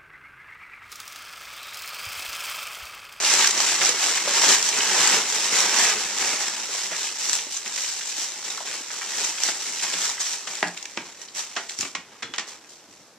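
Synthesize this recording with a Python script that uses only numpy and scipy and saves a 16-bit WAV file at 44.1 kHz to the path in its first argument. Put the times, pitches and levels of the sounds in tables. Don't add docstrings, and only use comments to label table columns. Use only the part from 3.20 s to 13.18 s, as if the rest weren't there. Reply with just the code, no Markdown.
import sys
import numpy as np
from scipy import signal
from scipy.fft import rfft, irfft
from scipy.io import wavfile
from scipy.ndimage import uniform_filter1d

SR = 44100
rng = np.random.default_rng(int(sys.argv[2]) if len(sys.argv) > 2 else 0)


def bounce(signal):
    frames = np.transpose(np.atleast_2d(signal))
    limited = np.clip(frames, -1, 1)
    pcm = np.round(limited * 32767).astype(np.int16)
    wavfile.write(sys.argv[1], SR, pcm)


N = 440118

# (start [s], swell [s], hold [s], level [dB], folds re fine creases [dB])
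PAPER_SHOVES = [(-0.04, 0.14, 0.17, -23, -4), (0.332, 0.049, 0.15, -26.5, -5.5),
                (0.591, 0.035, 0.052, -22.5, -4), (0.757, 0.058, 0.14, -26, -4.5),
                (1.062, 0.017, 0.098, -28.5, -1.5), (1.095, 0.2, 0.042, -18.5, -3.5),
                (1.407, 0.021, 0.046, -28.5, -16), (1.506, 0.079, 0.16, -28, -2),
                (1.658, 0.13, 0.18, -23.5, -1.5), (2.065, 0.028, 0.17, -27.5, -5.5),
                (2.29, 0.075, 0.019, -21.5, -3.5), (2.402, 0.019, 0.15, -28, -1),
                (2.522, 0.082, 0.035, -21.5, -2.5), (2.63, 0.041, 0.05, -27, 0),
                (2.746, 0.049, 0.079, -34, -4.5), (2.948, 0.062, 0.12, -29, -2),
                (3.179, 0.024, 0.078, -31, -2), (3.302, 0.034, 0.063, -38, -0.5),
                (3.492, 0.025, 0.13, -33, -6.5), (3.702, 0.012, 0.021, -36, 1.5),
                (3.747, 0.04, 0.079, -32.5, -6.5), (3.945, 0.063, 0.16, -29.5, -9),
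                (4.295, 0.027, 0.024, -33, -21), (4.442, 0.018, 0.014, -35.5, -4),
                (4.499, 0.058, 0.13, -30.5, -11.5), (4.69, 0.026, 0.088, -35.5, -16),
                (4.85, 0.027, 0.045, -34.5, -13), (4.935, 0.049, 0.054, -30, -10.5),
                (5.2, 0.063, 0.078, -37, -5.5), (5.449, 0.012, 0.1, -35.5, -3),
                (5.692, 0.024, 0.33, -36.5, -4), (5.865, 0.12, 0.1, -30.5, -6.5),
                (6.141, 0.13, 0.018, -26.5, -7.5), (6.368, 0.058, 0.22, -35, -8),
                (6.615, 0.017, 0.018, -31, -1), (6.66, 0.034, 0.21, -33, -4.5),
                (6.747, 0.078, 0.037, -29.5, -7.5), (6.991, 0.011, 0.13, -31, -9),
                (7.25, 0.03, 0.15, -38.5, -4), (7.555, 0.017, 0, -47, 3), (7.845, 0.012, 0, -45.5, -1),
                (7.985, 0.028, 0, -43, -5.5), (8.141, 0.046, 0.0021, -29, -6.5),
                (8.268, 0.051, 0.14, -43.5, -4), (8.476, 0.023, 0.022, -39, -6.5),
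                (8.56, 0.052, 0, -30.5, -11), (8.913, 0.01, 0, -57.5, 8.5), (9.262, 0.024, 0, -40.5, -6.5),
                (9.42, 0.01, 0, -59, 6.5), (9.481, 0.023, 0, -45, -24), (9.72, 0.01, 0, -56, -14)]
# (time [s], level [dB], folds re fine creases [dB])
PAPER_STIR = [(0.0, -29.5, -2), (2.7, -32.5, -2), (3.4, -35, -5.5), (4.299, -39, -6), (5.2, -38.5, -5),
              (5.66, -40.5, -5.5), (6.35, -36.5, -5), (7.2, -41, -5), (7.7, -48, -4), (7.9, -48.5, -1.5),
              (8.7, -65, -9), (8.88, -58, 2), (9.35, -55, 4.5), (9.5, -58, -4), (9.8, -57, -3),
              (9.98, -69, -16)]
# (frequency [Hz], gain [dB])
PAPER_SPECTRUM = [(30, -48), (85, -27), (125, -25.5), (200, -12.5), (290, -12), (385, -3.5), (520, -6),
                  (680, -5.5), (810, -1), (960, -1.5), (1150, -2), (1950, 2), (3400, -1), (14500, -3.5)]
# (time [s], level [dB], pitch [Hz], buckle run [s])
CREASE_SNAPS = [(0.047, -4.5, 4500, 0.0055), (0.138, -2.5, 4080, 0.0022), (0.246, -5, 6300, 0.00046),
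                (0.2727, -2.5, 6030, 0.0038), (0.308, -6, 7140, .003), (0.403, -5, 4500, 0.0014),
                (0.555, -11, 4000, .001), (0.649, -7, 6000, 0.0017), (0.6575, -8, 5400, .002),
                (0.69, -4, 6380, 0.0046), (1.29, -4, 6340, .001), (1.318, -6, 5290, .002),
                (1.392, -20, 5800, 0.0021), (1.4266, -6.5, 5940, 0.00094), (1.489, -7, 6090, 0.0033),
                (1.874, -3, 7600, 0.0007), (2.386, -8, 5430, .001), (2.404, -4, 5600, 0.00065),
                (2.495, -13, 5700, .0006), (2.633, -8, 7400, 0.0021), (2.985, -14, 5670, .0015),
                (3.763, -13, 4070, 0.0053), (3.831, -17, 3900, .001), (4.0957, -7.5, 6100, 0.0006),
                (4.1311, -5.5, 7440, 0.00066), (4.137, -10.5, 7200, .0004), (4.152, -9.5, 5750, 0.0014),
                (4.3665, -12, 6170, 0.0092), (4.478, -19, 6000, .001), (4.677, -17, 6300, 0.0017),
                (4.856, -19, 7600, 0.0038), (4.981, -17, 4500, .001), (5.12, -20, 4000, 0.0011),
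                (5.3008, -15.5, 3750, .006), (5.373, -18, 4020, 0.0051), (5.894, -18, 4000, .001),
                (6.009, -15, 4500, .001), (6.044, -8, 6400, 0.007), (6.235, -4.5, 5800, 0.0012),
                (6.625, -8, 7500, .014), (6.855, -12, 6900, .004), (6.8992, -12.5, 3850, .001),
                (7.006, -8, 6470, 0.015), (7.353, -19, 7000, .001), (7.473, -20, 4500, 0.0022),
                (7.481, -20, 4300, .003), (7.575, -20.5, 2770, 0.0016), (7.627, -20, 6600, 0.0011),
                (7.6554, -19.5, 2420, 0.0014), (8.0163, -25.5, 5800, 0.003), (8.149, -23, 5770, 0.0016),
                (8.192, -17, 6030, 0.0034), (8.4948, -17.5, 7500, 0.0027), (8.588, -15.5, 5650, 0.0014),
                (8.609, -10, 6760, .001), (9.161, -25, 6000, .001)]
# (time [s], level [dB], pitch [Hz], t60 [s])
BULGE_POPS = [(0.208, -8, 2400, 0.055), (0.228, -8, 2400, .02), (0.243, -4, 1700, .02),
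              (0.399, -13, 880, .025), (0.614, -6.5, 1970, .02), (0.688, -13, 477, 0.037),
              (0.974, -9, 1520, 0.023), (1.072, -9.5, 760, 0.037), (1.234, -5.5, 930, 0.023),
              (1.604, -10, 2210, 0.016), (2.594, -11, 1251, .02), (3.49, -25, 419.5, .04),
              (3.546, -19, 800, 0.046), (3.718, -21.5, 595, 0.036), (3.73, -17, 2000, 0.029),
              (4.188, -15, 2480, 0.028), (4.265, -26.5, 400, .025), (4.461, -20, 2300, .025),
              (4.576, -16, 1810, 0.045), (4.643, -17, 2300, 0.056), (4.81, -18.5, 2130, 0.029),
              (4.98, -27, 400, .03), (5.376, -17, 1210, .035), (5.405, -17, 780, 0.045),
              (5.47, -20, 2180, .03), (5.545, -29, 380, .03), (5.605, -28, 380, .03),
              (5.703, -17.5, 1377, 0.045), (5.813, -14.5, 1490, 0.078), (6.181, -17, 2050, 0.027),
              (6.594, -16, 2606, 0.043), (6.635, -16.5, 1960, .02), (6.737, -13.5, 2460, 0.014),
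              (6.911, -22, 850, .02), (6.978, -18, 1502, .02), (7.573, -22.5, 2660, 0.012),
              (7.654, -20, 2090, .012), (8.084, -30, 3160, .01), (8.493, -22, 2310, .025)]
# (time [s], level [dB], boom re push [dB])
SOFT_TREADS = [(0.655, -49, -12), (1.79, -40, -6), (1.9, -44, -10), (2.56, -48, -12), (2.84, -50, -14),
               (6.742, -51, 6), (7.45, -47, 9), (7.784, -49, -6), (8.586, -40, -18), (8.626, -44, -18),
               (8.77, -49, -7), (9.031, -48, -15), (9.089, -48, -14), (9.681, -55, -7), (9.80, -54, -10)]
# (frequency [Hz], gain [dB])
TREAD_SPECTRUM = [(30, -22), (60, -6), (90, 0), (180, 5.5), (320, 7.5), (480, -11), (900, -28), (3000, -52)]
# (time [s], mid-band level [dB], thud re mid [dB], click re mid [dB],
# lower resonance [Hz], upper resonance [Hz], contact t60 [s], roll-in [s])
HOOF_STEPS = [(6.286, -14.5, -14, -12, 750, 1500, 0.02, 0.00045),
              (6.734, -33, 3, -2, 600, 2580, .03, 0.0016),
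              (7.271, -20.5, -14, -2.5, 600, 1200, 0.045, 0.002),
              (7.427, -3, -15, -20.5, 795, 1720, 0.016, 0.0015),
              (7.773, -14.5, -5, -7.5, 950, 2310, 0.022, 0.00013),
              (8.361, -10.5, -17.5, -8, 640, 1390, 0.1, 0.0053),
              (8.626, -20.5, -8, -6, 1100, 2700, 0.03, 0.0034),
              (8.65, -20.5, -10, -8, 1200, 2300, 0.04, 0.00051),
              (8.7494, -15.5, -16, -4, 1060, 2200, 0.028, 0.0024),
              (9.021, -17.5, -14.5, -5, 1300, 1850, 0.036, 0.0095),
              (9.137, -19.5, -30, -3.5, 1420, 3100, 0.04, 0.001),
              (9.181, -16, -19, -0.5, 1150, 1840, 0.016, 0.003),
              (9.193, -21, -10, -1, 1100, 1920, .03, .002)]
# (frequency [Hz], gain [dB])
HOOF_SPECTRUM = [(40, -46), (110, -9.5), (200, 3), (350, 6), (550, -1), (900, -1), (1900, 2), (3200, -4),
                 (4500, -11), (7000, -16), (14000, -31)]
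# (frequency [Hz], level [dB], t60 [s])
BOARD_MODES = [(303, -8, 0.16), (366, -9, 0.16), (615, -9, 0.12), (800, -9.5, 0.19), (861, -11, 0.19),
               (1030, -5, 0.12), (1440, -5, 0.17), (1616, -9, 0.12), (1905, -5, 0.077)]
# (frequency [Hz], level [dB], t60 [s])
CLINK_MODES = [(460, -45, .35), (1770, -38, .16), (3350, -47, .3), (3400, -44, .36), (3470, -41, .13),
               (4150, -41, .12)]
# (frequency [Hz], gain [dB])
AIR_SPECTRUM = [(30, -19), (70, -4), (150, 3.5), (400, 9.5), (1000, 4.5), (3000, -3.5), (5800, -1.5),
                (9500, -12), (14000, -18)]
# (frequency [Hz], side re mid [dB])
SIDE_SPECTRUM = [(40, 1), (130, -9), (300, -19.5), (600, -14.5), (1100, -12.5), (2000, -9), (4000, -5.5),
                 (6200, -1), (8000, -4), (14000, 2)]
# (frequency [Hz], gain [dB])
LEFT_RESPONSE = [(2000, -2.5), (4500, 2), (6000, 3), (6600, 6), (7200, 11), (7900, 7), (8700, -1),
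                 (10000, -7.5), (12000, -12.5), (14000, -15.5)]
RIGHT_RESPONSE = [(2000, -2), (3500, 3), (4800, 4.5), (5750, 10.5), (6200, 9), (6800, 2), (8000, -4),
                  (9500, -11.5), (11500, -24), (14000, -33)]


def from_db(db):
    return np.exp(np.asarray(db) * np.log(10) / 20)


def unit_rms(x):
    return x / np.sqrt(np.mean(x ** 2) + 1e-20)


def unit_blow(x):
    return x / np.sqrt(np.sum(x[0] ** 2) / (.0005 * SR))


def seconds(length_s):
    return np.arange(int(length_s * SR)) / SR


def decay(t, t60_s, hold_s=0):
    return from_db(-60 * np.maximum(t - hold_s, 0) / t60_s)


def add(track, time_s, sound):
    start = max(round(time_s * SR), 0)
    track[:, start:start + sound.shape[1]] += sound[:, :N - start]


def butter(x, order, hz, kind):
    return signal.sosfilt(signal.butter(order, hz, kind, fs=SR, output="sos"), x + 1e-18)


def colour(x, spectrum, size=4096):
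    hz, db = np.transpose(spectrum)
    grid_hz = np.maximum(np.arange(size // 2 + 1) * SR / size, 1)
    gain = from_db(np.interp(np.log(grid_hz), np.log(hz), db))
    cepstrum = irfft(np.log(gain))
    cepstrum[1:size // 2] *= 2
    cepstrum[size // 2 + 1:] = 0
    impulse = np.float32(irfft(np.exp(rfft(cepstrum)))[None, :size // 2])
    return signal.oaconvolve(np.float32(np.atleast_2d(x)), impulse, axes=1)[:, :x.shape[-1]]


def whiten(x, size=4096):
    hz = np.arange(1, size // 2 + 1) * SR / size
    powers = uniform_filter1d(np.abs(rfft(x, size)[:, 1:]) ** 2, size=21)
    inverse_db = -10 * np.log10(powers + 1e-12)
    return np.vstack([colour(row, np.transpose([hz, db])) for row, db in zip(x, inverse_db)])


def registers(x, low_hz=500, high_hz=3000):
    bands = [(low_hz, "low"), ([low_hz, high_hz], "band"), (high_hz, "high")]
    return [butter(butter(x, 2, hz, kind), 2, hz, kind) for hz, kind in bands]


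def drift(corner_hz, hop=64):
    pole = np.exp(-2 * np.pi * corner_hz * hop / SR)
    noise = rng.standard_normal(2 * N // hop)
    slow = signal.lfilter([1], [1, -2 * pole, pole * pole], noise)[-(N // hop):]
    return np.interp(np.arange(N) / hop, np.arange(len(slow)), unit_rms(slow))


def paper_drive_db(settle_t60_s=0.33, drift_hz=14, catch_db=0.73, flutter_db=3):
    t = np.arange(0, N / SR, .002)
    stir_s, *stir = np.transpose(PAPER_STIR)
    stir_db, stir_weight_db = [np.interp(t, stir_s, column) for column in stir]
    crease_power = from_db(stir_db) ** 2
    fold_power = from_db(stir_db + stir_weight_db) ** 2
    for start_s, swell_s, hold_s, level_db, weight_db in PAPER_SHOVES:
        push = np.clip((t - start_s) / swell_s, 0, 1) * decay(t - start_s, settle_t60_s, swell_s + hold_s)
        crease_power += (push * from_db(level_db)) ** 2
        fold_power += (push * from_db(level_db + weight_db)) ** 2
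    slip_db = catch_db * drift(drift_hz)
    folds_db, creases_db = [np.interp(np.arange(N) / SR, t, 10 * np.log10(power)) + slip_db
                            for power in (fold_power, crease_power)]
    flap_db = -10.5 + 0.51 * (folds_db - creases_db)
    sheets_db = folds_db + flap_db + flutter_db * drift(drift_hz)
    return sheets_db, folds_db, creases_db


def crease(hz, t60_s, ring_db, length_s, run_s=0):
    t = seconds(length_s)
    crack = rng.standard_normal((2, len(t)))
    facet = np.sin(2 * np.pi * (hz * t + rng.random((2, 1))))
    return (crack + from_db(ring_db) * facet) * decay(t, t60_s, run_s)


def rustle(max_rate_per_s=2200, spread_db=0.2, slide_db=-2, trim_db=-0.63, facet_count=400):
    drives_db = paper_drive_db()
    effort = from_db(.3 * (drives_db[2] - drives_db[2].max()))
    onsets = np.flatnonzero(rng.random(N) < max_rate_per_s * effort / SR)
    sizes = from_db(-spread_db * rng.exponential(1, N)[onsets])
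    facets = np.array([crease(hz, t60_s=0.01 * (3000 / hz) ** .5, ring_db=-5, length_s=.005)
                       for hz in np.geomspace(800, 8000, facet_count)])
    picks = rng.integers(0, facet_count, N)[onsets]
    grains = facets[picks] * sizes[:, None, None]
    samples = (onsets[:, None] + np.arange(facets.shape[2])).ravel()
    crackle = np.array([np.bincount(samples, grains[:, channel].ravel(), N)[:N] for channel in range(2)])
    sliding = from_db(slide_db) * effort * rng.standard_normal((2, N))
    out = np.zeros((2, N))
    for band, drive_db in zip(registers(colour(crackle + sliding, PAPER_SPECTRUM)), drives_db):
        power = uniform_filter1d(uniform_filter1d(band[0] ** 2, size=1800), size=1200)
        out += band * from_db(drive_db + trim_db) / np.sqrt(np.abs(power) + 1e-12)
    return out


def crinkles(max_rate_per_s=40, low_hz=1100, high_hz=8000, t60_cycles=34, boost_db=3, spread_db=2):
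    _, folds_db, creases_db = paper_drive_db()
    effort = from_db(.3 * (creases_db - creases_db.max()))
    out = np.zeros((2, N))
    for onset in np.flatnonzero(rng.random(N) < max_rate_per_s * effort / SR):
        fineness = rng.random()
        hz = low_hz * (high_hz / low_hz) ** fineness
        drive_db = fineness * creases_db[onset] + (1 - fineness) * folds_db[onset]
        level_db = drive_db + boost_db + spread_db * rng.uniform(-1.1, 1)
        crinkle = crease(hz, t60_cycles / hz, ring_db=4, length_s=.03)
        add(out, onset / SR, unit_blow(crinkle) * from_db(level_db))
    return colour(out, PAPER_SPECTRUM)


def snaps(trim_db=-2.2, low_cut_hz=350):
    out = np.zeros((2, N))
    for time_s, level_db, hz, run_s in CREASE_SNAPS:
        snap = crease(hz, t60_s=0.0085, ring_db=-6, length_s=.025, run_s=run_s)
        add(out, time_s, unit_blow(snap) * from_db(level_db + trim_db))
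    return butter(colour(out, PAPER_SPECTRUM), 2, low_cut_hz, "high")


def pops(edge_ratio=1.43, run_s=0.0047, trim_db=-2.5):
    out, t = np.zeros((2, N)), seconds(.1)
    for time_s, level_db, hz, t60_s in BULGE_POPS:
        crackle = rng.standard_normal((2, len(t))) * decay(t, t60_s, run_s)
        hollow = butter(crackle, 2, [hz / edge_ratio, hz * edge_ratio], "band")
        add(out, time_s, unit_blow(hollow) * from_db(level_db + trim_db))
    return out


def treads(push_swell_s=0.014, boom_hz=176, boom_swell_s=0.024):
    out, t = np.zeros((2, N)), seconds(.25)
    push_envelope, boom_envelope = [t / s * np.exp(1 - t / s) for s in (push_swell_s, boom_swell_s)]
    boom = np.sin(2 * np.pi * boom_hz * t) * boom_envelope * [[1], [0]]
    for time_s, level_db, boom_db in SOFT_TREADS:
        push = unit_rms(colour(rng.standard_normal((2, len(t))), TREAD_SPECTRUM)) * push_envelope
        add(out, time_s, from_db(level_db) * (push + from_db(boom_db) * boom))
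    return out


def hooves(strike_db=7, spot_db=-5, edge_ratio=1.13, boards_db=-21):
    out, t = np.zeros((2, N)), seconds(.3)
    mode_hz, mode_db, mode_t60_s = np.transpose(BOARD_MODES)[:, :, None]
    for time_s, level_db, thud_db, click_db, lower_hz, upper_hz, contact_t60_s, roll_s in HOOF_STEPS:
        touch = rng.standard_normal((2, len(t))) * decay(t, contact_t60_s, roll_s)
        touch[0, int(roll_s * SR)] += from_db(strike_db)
        loading = np.minimum((t + 1 / SR) / roll_s, 1)
        contact = colour(whiten(touch * loading), HOOF_SPECTRUM)
        spot = sum(unit_blow(butter(contact, 1, [hz / edge_ratio, hz * edge_ratio], "band"))
                   for hz in (lower_hz, upper_hz))
        knock = unit_blow(unit_blow(contact) + from_db(spot_db) * spot)
        gains = from_db(boards_db + mode_db + rng.normal(0, 0.9, mode_hz.shape))
        detuned_hz = mode_hz * rng.uniform(.98, 1.02, mode_hz.shape)
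        modes = np.sin(2 * np.pi * (detuned_hz * t + rng.random((2,) + mode_hz.shape)))
        boards = np.sum(gains * modes * decay(t, mode_t60_s), axis=1)
        for band, band_db in zip(registers(knock + boards * loading), (thud_db, 0, click_db)):
            add(out, time_s, unit_blow(band) * from_db(level_db + band_db))
    return out


def clink(time_s=9.029):
    out, t = np.zeros((2, N)), seconds(.3)
    for hz, level_db, t60_s in CLINK_MODES:
        add(out, time_s, from_db(level_db) * np.sin(2 * np.pi * hz * t[None]) * decay(t, t60_s))
    return out


def room(x, t60_s=0.26, bass_t60_s=0.36, size=16384, tail_count=24):
    hop = size // 8
    t = np.arange(size - 2 * hop) / SR
    bass, middle, treble = registers(rng.standard_normal((tail_count, 2, len(t))))
    build_up = 1 - decay(t, 0.0015)
    tails = (bass * decay(t, bass_t60_s) + (middle + treble) * decay(t, t60_s)) * build_up
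    tails /= np.sqrt(np.sum(tails ** 2, axis=2, keepdims=True))
    responses = rfft(np.float32(tails), size)
    window = np.sin(np.pi * np.arange(2 * hop) / (2 * hop))
    out = np.zeros((2, N))
    for k, start in enumerate(range(0, N - hop, hop)):
        frame = x[:, start:start + 2 * hop]
        spectrum = rfft(np.float32(frame * window[:frame.shape[1]]), size)
        add(out, start / SR, irfft(spectrum * responses[k % tail_count]))
    return out


def left_right(x):
    return x[0] + colour(x[1], SIDE_SPECTRUM) * [[1], [-1]]


def scene(paper_wet_db=-7, step_wet_db=-3, step_low_cut_hz=120, air_db=-53.5):
    paper = rustle() + crinkles() + pops() + snaps()
    steps = butter(hooves() + clink(), 2, step_low_cut_hz, "high")
    send = from_db(paper_wet_db) * paper + from_db(step_wet_db) * steps
    left, right = left_right(paper + steps + treads() + room(send))
    air = unit_rms(left_right(colour(rng.standard_normal((2, N)), AIR_SPECTRUM)))
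    return np.vstack([colour(left, LEFT_RESPONSE), colour(right, RIGHT_RESPONSE)]) + from_db(air_db) * air


def record(dry, knee=.72, cutoff_hz=14200):
    rounded = dry / (1 + (dry / knee) ** 4) ** .25
    return signal.sosfilt(signal.ellip(10, .1, 80, cutoff_hz, fs=SR, output="sos"), rounded)


dry = scene()
out = record(dry)
bounce(out)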